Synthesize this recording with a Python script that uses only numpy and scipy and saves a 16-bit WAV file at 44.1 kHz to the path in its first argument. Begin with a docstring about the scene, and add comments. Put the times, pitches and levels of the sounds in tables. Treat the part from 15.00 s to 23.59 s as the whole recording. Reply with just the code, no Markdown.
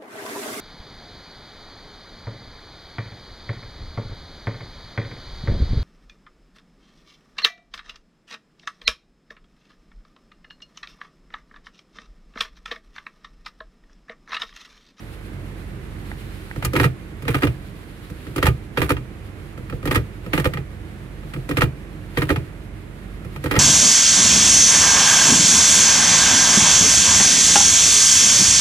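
"""Plastic clacks and knocks as an automatic gear lever is pulled back and pushed forward in an idling car.
The lock button clicks; the plunger lifts out of park, scrapes over a notched gate and hits the end stop.
Contacts are shaped noise (clack, snap) plus decaying sines (trim, shaft, housing, then console); the cabin booms.
A sleeve rustles as filtered noise. The engine hums as wavering harmonics over ventilation air.
A phone close by hears it through two ports in the small, dead cabin."""
import sys
import numpy as np
from scipy import signal
from scipy.fft import rfft, irfft, next_fast_len
from scipy.io import wavfile
from scipy.ndimage import uniform_filter1d

SR = 44100
rng = np.random.default_rng(int(sys.argv[2]) if len(sys.argv) > 2 else 0)


def pcm_store(signal):
    """Save signal as 16-bit PCM."""
    levels = np.round(np.clip(np.atleast_2d(signal), -1, 1) * 32767)
    wavfile.write(sys.argv[1], SR, levels.astype(np.int16).T)


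N = 378819
TIME_S = np.arange(N) / SR
RING_S = np.arange(int(0.18 * SR)) / SR


def amp(db):
    """Decibels to gain."""
    return 10 ** (np.asarray(db) / 20)


def unit(x):
    """Scale to rms 1."""
    return x / np.sqrt(np.mean(x ** 2))


def unit_blow(x):
    """Scale a ring to the energy of 10 ms at rms 1."""
    return x * np.sqrt(0.01 * SR / np.sum(x ** 2))


def fade(t60_s):
    """Exponential decay, 60 dB per t60."""
    return np.exp(-np.log(1000) * RING_S / t60_s)


def add(track, start_s, x):
    """Mix x into the track from start_s."""
    i = int(start_s * SR)
    track[i:i + len(x)] += x[:max(N - i, 0)]


def walk(rate_hz):
    """Slow random drift with spread near 1: random steps smoothed twice."""
    k = int(SR / rate_hz)
    steps = np.repeat(rng.standard_normal(N // k + 1), k)
    return 1.288 * uniform_filter1d(uniform_filter1d(steps, k), k)[:N]


def along(points, hz):
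    """Read (Hz, value) points on a log-frequency axis."""
    f, value = np.transpose(points)
    return np.interp(np.log(hz + 1), np.log(f), value)


def colour(x, points):
    """Causal minimum-phase filter with a smooth spectrum; white noise keeps its power."""
    n = 2 * next_fast_len(len(x) // 2 + 1024)
    gain = unit(amp(along(points, np.fft.rfftfreq(n, 1 / SR))))
    # fold the cepstrum to make the filter causal
    cepstrum = irfft(np.log(gain))
    cepstrum[1:n // 2] *= 2
    cepstrum[n // 2 + 1:] = 0
    return irfft(rfft(x, n) * np.exp(rfft(cepstrum)))[:len(x)]


def modes(table, rise_s, scatter_db, detune, phase_spread=0):
    """Decaying sines of one body; level, pitch and phase scatter per blow, and contact takes time to build."""
    chance = rng.standard_normal((len(table), 3))
    ring = np.zeros(len(RING_S))
    for (hz, db, t60_s), (a, b, c) in zip(table, chance):
        level = amp(db + scatter_db * a)
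        phase = 2 * np.pi * hz * (1 + detune * b) * RING_S + np.pi * phase_spread * c
        ring += level * fade(t60_s) * np.sin(phase)
    return unit_blow(ring * (1 - np.exp(-RING_S / rise_s)))


# Microphone port balance. Each row: frequency in Hz, left minus right in dB.
PORT_BALANCE = [(60, -3.2), (150, -1.5), (300, -4.5), (520, -1.3), (720, 0), (1300, -4.5), (2000, -5),
                (3500, 0), (6000, 0.4), (9000, -3), (13000, -.5)]
# Microphone port coherence. Each row: frequency in Hz, likeness from 0 to 1.
PORT_LIKENESS = [(45, 1), (100, 0.82), (300, 0.87), (500, 0.59), (700, 0.48), (1200, 0.5), (2200, 0.067),
                 (4000, 0.023), (8000, 0.017)]
PORT_LAG_MS = 0.17


def ports(near, other):
    """Two ports share the bass and part ways in the treble; sound reaches the left one first."""
    n = 2 * next_fast_len(N // 2 + 1024)
    hz = np.fft.rfftfreq(n, 1 / SR)
    like = np.clip(along(PORT_LIKENESS, hz), 0, 1)
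    tilt = amp(along(PORT_BALANCE, hz) / 2)
    mid = rfft(near, n) * np.sqrt((1 + like) / 2)
    side = rfft(other, n) * np.sqrt((1 - like) / 2)
    lag = np.exp(-2j * np.pi * hz * PORT_LAG_MS / 1000)
    return irfft([(mid + side) * tilt, (mid - side) / tilt * lag])[:, :N]


# Hand meets or leans on the knob. Each row: start in seconds, level in dB, hardness in dB.
HAND_TOUCHES = [(1.559, -35, 3), (2.221, -38, 7), (2.25, -37, 0), (3.098, -41.5, 9), (3.266, -38.5, -0.5),
                (4.575, -41, 4), (4.724, -34.5, -11), (4.827, -36.5, -1), (5.261, -37, 1),
                (6.231, -43.5, -4), (6.36, -38, -11), (8.246, -41.5, 5)]
# Lock button clicks in or springs out. Each row: start in seconds, level in dB, hardness in dB.
BUTTON_CLICKS = [(1.624, -26.5, -4), (1.647, -20.5, 12), (2.469, -23, -5), (3.966, -30, -10),
                 (4.697, -33.5, -2), (5.535, -25.5, -2.5), (5.571, -27, -10), (6.336, -30, -2),
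                 (7.359, -23.5, -7), (8.36, -33.5, -2)]
# Plunger lifts out of park at the start of a pull. Each row: start in seconds, level in dB, hardness in dB.
PARK_LIFTS = [(1.733, -23.5, -0.5), (3.36, -24.5, 1.5), (4.854, -24.5, 1), (6.49, -25.5, 0),
              (8.439, -25.5, 0)]
# Plunger drops into a notch, either way. Each row: start in seconds, level in dB, hardness in dB.
NOTCH_DROPS = [(1.762, -16.5, 2), (1.797, -14.5, -2), (2.279, -17.5, 0), (2.343, -17.5, -0.5),
               (3.426, -15.5, 2.5), (3.772, -16.5, -3.5), (3.816, -16.5, 1.5), (4.91, -17, 2),
               (5.332, -16, -2.5), (5.376, -18, 0), (5.397, -25.5, 9), (6.569, -16, 2), (7.171, -17, -3.5),
               (7.218, -19.5, -4), (8.51, -17.5, 2), (8.538, -22, -4)]
# Pull ends at the rear stop. Each row: start in seconds, level in dB, hardness in dB.
REAR_HITS = [(1.841, -18, 0), (3.466, -16.5, 3), (4.956, -17, 2.5), (6.618, -16, -1), (8.563, -18, -3)]
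# Push ends back in park. Each row: start in seconds, level in dB, hardness in dB.
PARK_HITS = [(2.432, -17, -5.5), (3.903, -17.5, 2), (5.454, -19, -0.5), (7.302, -17.5, -3)]
# Contacts within each action, relative to its start and level. Each row: delay in seconds, clack in dB,
# bright snap in dB, housing knock in dB, console thump in dB, shaft ring in dB.
TOUCH_PARTS = [(0.00082, -1.5, -14.5, 8, 11.5, -3)]
BUTTON_PARTS = [(0.00029, 0, -12.5, -6, 4, -9)]
LIFT_PARTS = [(0, -4, -10.5, 7.9, 0.32, -10.5), (.02, 1, -14.5, 5.1, 1, -6.5)]  # lifts, then clears the lip
NOTCH_PARTS = [(0.00046, 0, -16, 2.15, -2.5, -11)]
REAR_PARTS = [(-.01, -2.5, -15.5, -10, -15, -22), (0, 2, -12, 1.5, 5.5, -2.5),
              (.02, -26, -46, -18, -16, -12)]  # last notch, stop, rebound
PARK_PARTS = [(-.011, -4, -14, -3.5, -24, -23), (0, 0.5, -14.5, 6.5, -3.5, -2.5)]  # lip, then stop
# Hard contact is bright, soft one heavy. 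One row: change of clack, snap, knock, thump and shaft ring,
# each in dB per dB of hardness.
HARDNESS_MIX = (0.039, 0.97, -0.36, -0.088, -0.072)


def blows():
    """Unfold actions into contacts: rows of (s, clack dB, snap dB, knock dB, thump dB, shaft dB)."""
    actions = ((HAND_TOUCHES, TOUCH_PARTS), (BUTTON_CLICKS, BUTTON_PARTS), (PARK_LIFTS, LIFT_PARTS),
               (NOTCH_DROPS, NOTCH_PARTS), (REAR_HITS, REAR_PARTS), (PARK_HITS, PARK_PARTS))
    rows = []
    for events, parts in actions:
        for start_s, db, hardness_db in events:
            for delay_s, *mix_db in parts:
                levels_db = db + np.array(mix_db) + hardness_db * np.array(HARDNESS_MIX)
                rows.append([start_s + delay_s, *levels_db])
    return np.array(rows)


def shell(rise_s, t60_s, tail_db, tail_t60_s):
    """Envelope of a dense short ring, with the cabin's reflections as a weaker tail."""
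    return (1 - np.exp(-RING_S / rise_s)) * (fade(t60_s) + amp(tail_db) * fade(tail_t60_s))


def contacts(times_s, levels_db, envelope, chatter_db):
    """Two noise signals of all blows: parts rub just before they meet, then chatter as they settle."""
    power = np.zeros(N)
    lead_s, lead_db = 0.015, -19
    lead = amp(lead_db) * np.linspace(0, 1, int(lead_s * SR)) * envelope.max()
    shape = unit_blow(np.r_[lead, envelope]) ** 2
    for start_s, db in zip(times_s, levels_db):
        add(power, start_s - lead_s, amp(db) ** 2 * shape)
    chatter = unit(amp(chatter_db * walk(900)))
    return np.sqrt(power) * chatter * rng.standard_normal((2, N))


SLIDE_DB, SLIDE_T60_S = -11.5, 0.26  # level relative to the blow that starts the slide
PAUSE_S, SETTLE_S = 0.16, 0.036  # a gap of PAUSE_S or more ends the stroke; the plunger only settles
SLIPS_PER_S = 450


def scrape(grit_db, edge_s):
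    """The plunger slides from notch to notch, easing off, catching and slipping in tiny uneven contacts."""
    pressure = np.zeros(N)
    events = sorted(PARK_LIFTS + NOTCH_DROPS + REAR_HITS + PARK_HITS)
    times_s, levels_db, _ = np.transpose(events)
    for start_s, db, gap_s in zip(times_s, levels_db, np.diff(times_s, append=np.inf)):
        length_s = gap_s + edge_s if gap_s < PAUSE_S else SETTLE_S
        edges = np.clip(np.minimum(RING_S, length_s - RING_S) / edge_s, 0, 1)
        add(pressure, start_s, amp(db + SLIDE_DB) * fade(SLIDE_T60_S) * edges)
    slips = (rng.random(N) < SLIPS_PER_S / SR) * amp(grit_db * rng.standard_normal(N))
    grit_power = signal.oaconvolve(slips ** 2, fade(0.025) ** 2)[:N]
    grit = np.sqrt(np.abs(grit_power))
    return pressure * unit(grit) * rng.standard_normal((2, N))


# Casing clack spectrum. Each row: frequency in Hz, relative level in dB.
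CLACK_SPECTRUM = [(250, -22.5), (550, -1), (760, -3.5), (1050, -2.5), (1300, 2), (1800, 0.5), (2500, -3),
                  (3400, -8.5), (4500, -13), (6000, -23.5), (10000, -39.5)]
# Plunger tip snap spectrum. Each row: frequency in Hz, relative level in dB.
SNAP_SPECTRUM = [(1500, -35.5), (4000, 3), (6500, -1), (9500, 2), (12000, 2.5), (15000, -2.5)]


def plastic():
    """Blows and scraping give a dull clack of the casing and a bright snap of the plunger's hard tip."""
    times_s, clack_db, snap_db, *_ = blows().T
    sliding = scrape(grit_db=2, edge_s=0.013)
    casing = shell(rise_s=0.0009, t60_s=0.035, tail_db=-12, tail_t60_s=0.16)
    tip = shell(rise_s=0.0018, t60_s=0.042, tail_db=-21, tail_t60_s=0.14)
    clack = contacts(times_s, clack_db - 4.0, casing, chatter_db=0.5)
    snap = contacts(times_s, snap_db - 0.5, tip, chatter_db=0.5)
    sides = []
    for clack_noise, snap_noise, rub in zip(clack, snap, sliding):
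        dull = colour(clack_noise + amp(1.5) * rub, CLACK_SPECTRUM)
        bright = colour(snap_noise + amp(-5.0) * rub, SNAP_SPECTRUM)
        sides.append(dull + bright)
    return ports(*sides)


# Plastic trim modes. Each row: frequency in Hz, relative level in dB, t60 in seconds before hand damping.
TRIM_MODES = [(860, -3.5, 0.097), (962, -7.5, 0.1), (1215, -2.5, 0.14), (1366, -4.5, 0.034),
              (1662, -0.5, 0.027), (1892, 5, 0.078), (2070, -2.5, 0.07), (2408, 0.5, 0.13),
              (2780, -5, 0.13), (3190, -2.5, 0.063), (4290, -25, .05)]


def trim():
    """Each blow rings the trim; heavy blows rebound once, and light finger taps are damped by the hand."""
    near, other = np.zeros(N), np.zeros(N)
    for start_s, db, *_ in blows():
        force = np.interp(db, [-38, -16], [0, 1])
        damping = fade(0.18 + 0.5 * force)
        rebound_s = 0.004 * rng.uniform(0.465, 2)
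        for lag_s, gain in ((0, 1), (rebound_s, 0.52 * force)):
            for track, share in ((near, 1), (other, amp(-6.5))):
                ring = modes(TRIM_MODES, rise_s=0.0006, scatter_db=4, detune=0.012, phase_spread=1)
                add(track, start_s + lag_s, share * gain * amp(db - 3.5) * unit_blow(ring * damping))
    return ports(near, other)


def taps(events, table, rise_s):
    """Strike one small body at each event: a short modal ring."""
    near, other = np.zeros(N), np.zeros(N)
    for start_s, db in events:
        for track, share in ((near, 1), (other, amp(-24.0))):
            ring = modes(table, rise_s, scatter_db=2, detune=0.012)
            add(track, start_s, share * amp(db) * ring)
    return ports(near, other)


# Lever shaft modes. Each row: frequency in Hz, relative level in dB, t60 in seconds.
SHAFT_MODES = [(1255, 1, 0.054), (1313, 11, 0.029)]


def shaft():
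    """Every contact rings the lever shaft."""
    events = [(start_s, db) for start_s, *_, db in blows()]
    return taps(events, SHAFT_MODES, rise_s=0.002)


# Lever housing modes. Each row: frequency in Hz, relative level in dB, t60 in seconds.
HOUSING_MODES = [(299.6, 3, 0.083), (338.5, -0.5, 0.063), (383, -7.5, 0.13), (486, -1.5, 0.084),
                 (510, -4.5, 0.06), (600, -17, 0.034)]
# Centre console and cabin air modes. Each row: frequency in Hz, relative level in dB, t60 in seconds.
CONSOLE_MODES = [(78, -8, 0.22), (102, 4, 0.046), (125, 3, 0.2), (147.2, -6.5, 0.33), (162, -4.5, 0.037)]
# Cabin boom spectrum after a blow. Each row: frequency in Hz, relative level in dB.
BOOM_SPECTRUM = [(30, -17.5), (70, 8.5), (150, 5), (225, -12), (310, -2.5), (410, -3), (510, -12),
                 (660, -14.5), (1200, -42.5)]


def body(knock_lag_s, thump_lag_s):
    """The housing knocks just after each blow; the heavy console follows later and the cabin booms with both."""
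    near, boom_power = np.zeros(N), np.zeros(N)
    swell = unit_blow(shell(rise_s=0.014, t60_s=0.15, tail_db=-26, tail_t60_s=0.45)) ** 2
    for start_s, _, _, knock_db, thump_db, _ in blows():
        knock = modes(HOUSING_MODES, rise_s=0.004, scatter_db=2.5, detune=0.02)
        thump = modes(CONSOLE_MODES, rise_s=0.003, scatter_db=2, detune=0.035)
        add(near, start_s + knock_lag_s, amp(knock_db - 3.0) * knock)
        add(near, start_s + thump_lag_s, amp(thump_db + 2.0) * thump)
        blow_power = amp(knock_db) ** 2 + amp(thump_db) ** 2
        add(boom_power, start_s + knock_lag_s, blow_power * swell)
    mid, side = (colour(np.sqrt(boom_power) * rng.standard_normal(N), BOOM_SPECTRUM) for _ in range(2))
    return ports(near + amp(-5.5) * mid, amp(-2.5) * side)


# Small dry ticks. Each row: start in seconds, level in dB.
TICK_EVENTS = [(1.116, -31.5), (1.5127, -30.5)]
# Brief ring of a tick. 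Each row: frequency in Hz, relative level in dB, t60 in seconds.
TICK_MODES = [(895, 1, 0.0078), (1680, 5, 0.0095), (1920, 0, 0.016)]


def ticks():
    """Small dry ticks: modes that die within milliseconds."""
    return taps(TICK_EVENTS, TICK_MODES, rise_s=0.00031)


# Cloth spectrum. Each row: frequency in Hz, relative level in dB.
CLOTH_SPECTRUM = [(400, -11), (1400, 6), (2500, 4.5), (4200, 0.5), (6000, -10.5), (11000, -4),
                  (15000, -11.5)]
# Arm reaches for the lever or draws back. Each row: middle in seconds, length in seconds, level in dB.
ARM_SWELLS = [(.15, 1.8, -58.5), (1.352, 1.37, -51.5), (2.546, 0.76, -58.5), (3.248, 1.05, -55.5),
              (4.95, 1.7, -65), (6.35, 0.37, -58), (7.25, 0.53, -54), (8.45, 0.53, -54.5)]
ARM_REST_DB = -56  # cloth stirring between the moves


def sleeve():
    """Cloth brushes the seat: noise swelling and fading with each move of the arm."""
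    swells = np.zeros(N)
    for middle_s, length_s, db in ARM_SWELLS:
        swells += amp(db) * np.cos(np.pi * np.clip((TIME_S - middle_s) / length_s, -0.5, 0.5)) ** 2
    gain = (amp(ARM_REST_DB) + swells) * amp(1.5 * walk(40))
    return ports(*[gain * unit(colour(rng.standard_normal(N), CLOTH_SPECTRUM)) for _ in range(2)])


# Engine idle harmonics. Each row: multiple of the firing rate, relative level in dB.
IDLE_HARMONICS = [(1, -33), (2, 1), (3, -3.5), (4, -1.5), (5, -11), (6, -9.5), (7, -30), (8, -12),
                  (9, -10.5), (13, -15)]
# Engine hum over time. Each row: time in seconds, level in dB.
HUM_CURVE = [(.22, -39.5), (.35, -35), (1.5, -36.5), (2.9, -40.5), (4.6, -37.5), (8.59, -37.5)]
# Ventilation air and body rumble spectrum. Each row: frequency in Hz, relative level in dB.
CABIN_SPECTRUM = [(15, -23), (31, -23), (42, -7), (55, -6), (72, -8.5), (105, -3), (180, -7), (265, -14),
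                  (310, -9), (380, -13), (520, -19), (900, -26), (2070, -26.5), (4660, -44), (11000, -47),
                  (15500, -62)]
FIRING_HZ = 23.57  # mean rate
AIR_DB, AIR_DB_PER_HUM_DB = -38, 0.46
IDLE_LEFT_DB = -2.15  # left minus right, on top of the port balance


def idle():
    """Engine firings hum through the floor, each multiple wavering, over ventilation air and body rumble."""
    engine_db = np.interp(TIME_S, *np.transpose(HUM_CURVE))
    air_db = AIR_DB + AIR_DB_PER_HUM_DB * (engine_db - engine_db.mean())
    phase = 2 * np.pi * np.cumsum(FIRING_HZ * (1 + 0.01452 * walk(6))) / SR
    hum = np.zeros(N)
    for multiple, db in IDLE_HARMONICS:
        level = amp(db + 2 * walk(12))
        hum += level * np.sin(round(multiple) * phase + rng.uniform(0, 2 * np.pi))
    air = []
    for _ in range(2):
        noise = unit(colour(rng.standard_normal(N), CABIN_SPECTRUM))
        air.append(noise * amp(air_db + 0.5 * walk(5.03)))
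    balance = amp(np.array([[IDLE_LEFT_DB], [-IDLE_LEFT_DB]]) / 2)
    return ports(unit(hum) * amp(engine_db) + air[0], air[1]) * balance


def scene():
    """Lever, arm and idling car."""
    lever = plastic() + trim() + shaft() + body(knock_lag_s=0.00345, thump_lag_s=0.01685)
    return lever + ticks() + sleeve() + idle()


TOP_HZ = 15500


def record(dry):
    """The phone rounds the loudest peaks and cuts the deepest bass and the top."""
    low_cut = signal.butter(4, 20, "high", fs=SR, output="sos")
    top_cut = signal.ellip(8, 0.2, 70, TOP_HZ, fs=SR, output="sos")
    rounded = np.tanh(0.8 * dry) / 0.8
    return signal.sosfilt(np.vstack([low_cut, top_cut]), rounded)


dry = scene()
out = record(dry)
pcm_store(out)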